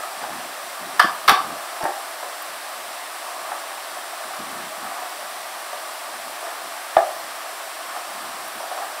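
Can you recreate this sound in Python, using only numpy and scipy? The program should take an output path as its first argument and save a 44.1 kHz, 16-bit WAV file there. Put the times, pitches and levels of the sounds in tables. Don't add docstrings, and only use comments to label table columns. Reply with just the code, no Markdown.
import sys
import numpy as np
from scipy import signal
from scipy.io import wavfile
from scipy.ndimage import uniform_filter1d

SR = 44100
rng = np.random.default_rng(int(sys.argv[2]) if len(sys.argv) > 2 else 0)


def master_out(mix):
    frames = np.transpose(np.atleast_2d(mix))
    ceiling = np.clip(frames, -1, 1)
    pcm = np.round(ceiling * 32767).astype(np.int16)
    wavfile.write(sys.argv[1], SR, pcm)


N = 396900


def door():
    # [t/s, peak level/dB, brightness/(dB per octave)]
    latch_blows = [(.9943, -4, 2), (.9965, 0.5, 2), (.9995, 0.7, 0.5), (1.0045, -11, 1), (1.0135, -4.5, -2),
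                   (1.025, -15, 8), (1.0345, -13, -1.5), (1.0445, -19, 2)]
    leaf_blows = [(1.2787, -3, 7.5), (1.2812, -4, 2), (1.2842, 1.5, 2.3), (1.2895, -13, 12),
                  (1.2935, 3, 6.5), (1.3003, -0.5, -2), (1.308, -4.5, 0), (1.3145, -12, 15),
                  (1.3218, -10.5, -5.5)]
    handle_blows = [(1.8105, -18, -7), (1.8255, -25, 4), (1.8315, -11, -6), (1.8395, -20, 5),
                    (1.8445, -22, 4), (1.8528, -6.5, -2), (1.862, -24, 10), (1.875, -28, -7),
                    (1.89, -19, -4)]
    # [f/Hz, relative level/dB, 60 dB decay time/s]
    latch_modes = [(723, -9.5, 0.039), (964, -8, .03), (1170, 0, 0.038), (1324, 1.5, 0.03),
                   (1610, 6.5, 0.014), (1720, -9, 0.023), (2070, -15, 0.032), (3160, -6.5, 0.023),
                   (3370, -13.5, 0.044), (4030, -30, .03), (4730, -16, 0.047), (5160, -16, .025),
                   (6300, -27, .03), (9100, -19, .02), (9870, -20, 0.016), (12300, -22, .015)]
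    leaf_modes = [(354, -11, 0.05), (708, -17.5, .06), (817, -8, 0.097), (1110, -8, 0.039),
                  (1192, 4, 0.059), (1270, -11, 0.031), (1633, -5.5, 0.044), (2080, -8.5, 0.033),
                  (2590, -15, .04), (3050, -20, 0.032), (3580, -13.5, 0.042), (4480, -14.5, 0.033),
                  (5820, -21, 0.026), (9850, -30, 0.068), (12500, -21, 0.018)]
    handle_modes = [(330, -3.5, 0.066), (480, -7, 0.024), (675, 0.5, 0.048), (830, -2, 0.1),
                    (1190, -3.5, 0.034), (1690, -5, 0.035), (2290, -12.5, 0.022), (4970, -27, .02),
                    (10000, -22, .012)]

    latch = struck(latch_blows, latch_modes, crack_db=1.5, spread=0.044, contact_s=0.0013)
    leaf = struck(leaf_blows, leaf_modes, crack_db=-1.3, spread=0.0427, contact_s=0.0013)
    handle = struck(handle_blows, handle_modes, crack_db=-12, spread=0.072, contact_s=0.0012)
    return latch + leaf + handle


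def struck(blows, modes, crack_db, spread, contact_s):
    out = np.zeros(N)
    t = np.arange(SR // 8) / SR
    cluster = 4
    hz, mode_db, t60 = np.repeat(modes, cluster, axis=0).T[:, :, None]
    places = np.tile(np.linspace(-1, 1, cluster), len(modes))[:, None]
    hz = hz * (1 + spread * (places + 0.28 * rng.standard_normal(hz.shape)))
    for s, peak_db, bright_db in blows:
        reach_db = 3 * rng.standard_normal(hz.shape)
        level_db = mode_db + reach_db + bright_db * np.log2(hz / 1000) - 60 * t / t60
        phase = 2 * np.pi * (hz * t + 0.4 * rng.random(hz.shape))
        ring = (gain_of(level_db) * np.sin(phase)).sum(0)
        soft_onset = 1 - np.exp(-t / contact_s)
        grit = signal.lfilter([.4], [1, -.6], rng.standard_normal(len(t)))
        crack = gain_of(crack_db + 2.63 * bright_db - 60 * t / 0.026) * grit
        add(out, s, ring * soft_onset + crack, peak_db)
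    return out


def knock():
    # t/s, length/s
    s, length = (6.9665, .0064)
    # [f/Hz, band edge factor, length/s, level against the knock/dB]
    knock_puffs = [(342, 1.03, 0.0079, -12.5), (880, 1.34, 0.0028, -9.5), (1190, 1.03, 0.0068, -16),
                   (1660, 1.06, 0.01, -18.5)]
    knock_db, knock_hz = -0.3, 698

    out = np.zeros(N)
    add(out, s, blip(knock_hz, length), knock_db)
    for hz, width, lasting, db in knock_puffs:
        add(out, s, puff(hz, width, lasting), knock_db + db)
    return out


def walker():
    # [t/s, reference level/dB, blip f/Hz]
    steps = [(0.035, -28, 1280), (0.218, -23, 1150), (0.236, -20, 820), (2.227, -21, 647),
             (3.517, -19.5, 806), (4.262, -25, 725), (4.335, -27, 1190), (4.986, -25, 700),
             (5.021, -23, 726), (5.729, -20, 648), (6.424, -17.5, 430), (6.466, -26, 1070),
             (7.963, -20, 755), (8.602, -24, 630), (8.712, -21, 690), (8.775, -22.5, 729),
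             (8.822, -28, 714)]
    step_s = 0.0071

    out = np.zeros(N)
    for s, db, hz in steps:
        hollow = blip(hz, step_s)
        scuff = puff(1.13 * hz, 1.6, step_s)
        thud = puff(370, 1.48, 2 * step_s)
        add(out, s, hollow, db - 5)
        add(out, s, scuff, db - 3.0)
        add(out, s, thud, db - 11.5)
    return out


def ticks():
    # [t/s, peak level/dB, centre f/Hz]
    tick_list = [(1.8255, -28, 5000), (1.8395, -18, 9800), (2.423, -19, 13000), (6.9685, -26, 3300),
                 (8.481, -22, 13000)]
    out = np.zeros(N)
    for s, db, hz in tick_list:
        add(out, s, puff(hz, 1.3, 0.0042), db)
    return out


def blip(hz, length):
    t = np.arange(0, length, 1 / SR)
    hump = np.sin(np.pi * t / length) ** 1.26
    return hump * -np.sin(2 * np.pi * hz * t)


def puff(hz, width, length):
    t = np.arange(SR // 8) / SR
    u = t / max(length, .001)
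    band = signal.butter(2, [hz / width, min(hz * width, 20000)], "bandpass", fs=SR)
    hump = np.sqrt(u) * np.exp(-2 * u)
    return signal.lfilter(*band, rng.standard_normal(len(t))) * hump


def corridor(x, echo_db, tail_db):
    # [f/Hz, 60 dB decay time/s]
    decay_times = [(150, 0.38), (700, 0.52), (1200, 0.39), (1700, 0.32), (2500, 0.36), (5000, 0.31),
                   (10000, 0.17)]
    # [delay/s, level before the echo_db offset/dB]
    echoes = [(.0068, -17), (.0138, -6.5), (.020, -5.5), (.026, -25), (.032, -26), (.038, -7.5)]

    taps = np.zeros(SR // 2)
    spacing = 20
    at = np.arange(300, len(taps) - spacing, spacing)
    taps[at + rng.integers(0, spacing, len(at))] = rng.choice([-1., 1.], len(at))
    hz, t, z = signal.stft(taps, SR, nperseg=256)
    decay = gain_of(-60 * t / read(decay_times, hz)[:, None])
    response = signal.istft(z * decay, SR, nperseg=256)[1]
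    response *= gain_of(tail_db) / np.linalg.norm(response)
    response[0] += 1
    for s, db in echoes:
        response[round(s * SR)] += gain_of(db + echo_db)
    return signal.fftconvolve(x, response)[:N]


def capsule(x):
    # [f/Hz, level/dB]
    response = [(20, -56), (200, -41), (350, -11), (500, -4), (650, 1.8), (5500, 1), (6700, -8),
                (8500, -3.5), (15500, -5.5)]
    log_gain = np.log(gain_of(read(response, abs(np.fft.fftfreq(4096, 1 / SR)))))
    taps = np.fft.ifft(np.exp(np.conj(signal.hilbert(log_gain)))).real[:2048]
    return signal.oaconvolve(x, taps)[:N]


def pole():
    # [f/Hz, relative level per Hz/dB]
    rumble = [(15, -69), (25, -41), (70, -22.5), (144, -10.5), (246, 1), (337, -4.5), (399, -3.5),
              (450, -11), (580, -40), (990, -120)]
    # [t/s, thump peak/dB, thump f/Hz, jolt peak/dB]
    thumps = [(1.042, -21.5, 280, -42), (1.311, -23.5, 246, -38), (1.831, -26.5, 260, -38),
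              (6.964, -31, 246, -42)]
    jolt_s = .007

    out = grip() * noise(lambda hz: read(rumble, hz), patchy_db=1.56)
    for s, thump_db, hz, jolt_db in thumps:
        add(out, s, puff(hz, 1.4, 0.013), thump_db)
        add(out, s, np.hanning(round(jolt_s * SR)), jolt_db)
    return out


def grip():
    # [start t/s, length/s, held level/dB]
    shifts = [(0.202, 0.031, -43), (0.278, 0.2, -48.5), (0.62, 0.04, -56), (0.783, 0.35, -48.5),
              (1.226, .05, -49), (1.377, 0.16, -44.5), (1.63, .03, -63), (2.766, 0.056, -63),
              (3.393, .04, -65), (3.89, 0.072, -64), (4.234, 0.043, -52), (4.375, 0.29, -44.5),
              (4.76, 0.11, -47), (4.96, .03, -62), (5.157, 0.26, -63), (5.68, 0.045, -66), (6.12, .1, -59),
              (6.244, 0.028, -53), (6.623, 0.047, -57), (8.063, .03, -52), (8.13, 0.044, -50),
              (8.205, 0.26, -52), (8.528, 0.032, -47)]
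    rise_s, fall_db_per_s = 0.025, 252
    tremor_db, tremor_swing_db, tremor_s = -72.5, 6.5, 0.046

    control_rate = 1000
    t = np.arange(0, N / SR, 1 / control_rate)
    span = max(round(tremor_s * control_rate), 1)
    wander = uniform_filter1d(rng.standard_normal(len(t)), span)
    tremor = evened(uniform_filter1d(wander, span))
    level = gain_of(tremor_db + tremor_swing_db * tremor)
    for s, length, db in shifts:
        rise = np.clip((t - s) / rise_s, 0, 1) ** 2
        fall_db = fall_db_per_s * np.maximum(t - s - length, 0)
        level = level + rise * gain_of(db - fall_db)
    return np.interp(np.arange(N) / SR, t, level)


def background():
    # [f/Hz, relative level per Hz/dB]
    hiss_colour = [(35, -70), (60, -29), (118, -63), (292, -15.5), (328, -15), (360, -10), (444, -17.5),
                   (660, -2.5), (832, -5.5), (1080, -5), (1360, -8.5), (5480, -14), (6610, -15.5),
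                   (8730, -14), (15600, -22.5)]
    # [f/Hz, width/Hz, level/dB]
    ducts = [(700, 194, 4.5), (1177, 140, 4.5), (1627, 500, 4), (6640, 520, -5)]
    # [f/Hz, relative level per Hz/dB]
    shuffle_colour = [(150, -60), (300, -17), (560, -15.5), (700, 4), (900, -9.5), (1200, -1),
                      (1500, -14.5), (1750, -5), (2100, -38), (3500, -52)]
    # [t/s, rms level at the top/dB, half-length/s]
    swells = [(0.024, -33.5, 0.053), (0.288, -36.5, 0.087), (.7, -47, 0.13), (1.698, -37, 0.32),
              (3.448, -36.5, 0.21), (4.3, -41.5, 0.4), (4.932, -36, 0.12), (6.52, -37.5, 0.13),
              (7.935, -36, 0.051), (8.65, -41, 0.054), (8.828, -34, 0.11)]
    hiss_db = -32.5

    def humps(hz):
        return sum(db * np.exp(-((hz - f) / width) ** 2) for f, width, db in ducts)

    t = np.arange(N) / SR
    hiss = gain_of(hiss_db) * noise(lambda hz: read(hiss_colour, hz) + humps(hz), patchy_db=0.5)
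    swell = sum(gain_of(db) * np.exp(-((t - s) / half) ** 2) for s, db, half in swells)
    shuffle = swell * noise(lambda hz: read(shuffle_colour, hz), patchy_db=2.1)
    return hiss + shuffle


def noise(colour_db, patchy_db):
    hz = np.fft.rfftfreq(1024, 1 / SR)
    a, b, patches = rng.standard_normal((N // 256 + 5, 513, 3)).T
    patches = uniform_filter1d(patches, size=10, axis=0)
    patches = evened(uniform_filter1d(patches, size=12, axis=1))
    z = (a + 1j * b) * gain_of(colour_db(hz)[:, None] + patchy_db * patches)
    return evened(signal.istft(z, nperseg=1024, noverlap=768)[1][:N])


def add(mix, s, sound, db):
    part = mix[round(s * SR):][:len(sound)]
    part += gain_of(db) * sound[:len(part)] / abs(sound).max()


def read(points, hz):
    f, value = np.transpose(points)
    return np.interp(np.log(hz + 1), np.log(f + 1), value)


def evened(x):
    return x / np.sqrt(np.mean(x ** 2) + 1e-20)


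def gain_of(db):
    return 10 ** (np.asarray(db) / 20)


def scene():
    air = corridor(door(), echo_db=-31, tail_db=-6.0)
    air += corridor(knock(), echo_db=-7.0, tail_db=-7.5)
    air += corridor(walker(), echo_db=-7, tail_db=-5)
    air += ticks()
    mono = capsule(air) + background() + pole()
    return np.array([mono, mono])


def record(dry):
    edge_hz = 15720
    overloaded = np.clip(dry, -1, 1)
    taps = signal.firwin(511, edge_hz, window=("kaiser", 9), fs=SR)
    return signal.oaconvolve(overloaded, taps[None], "same")


dry = scene()
out = record(dry)
master_out(out)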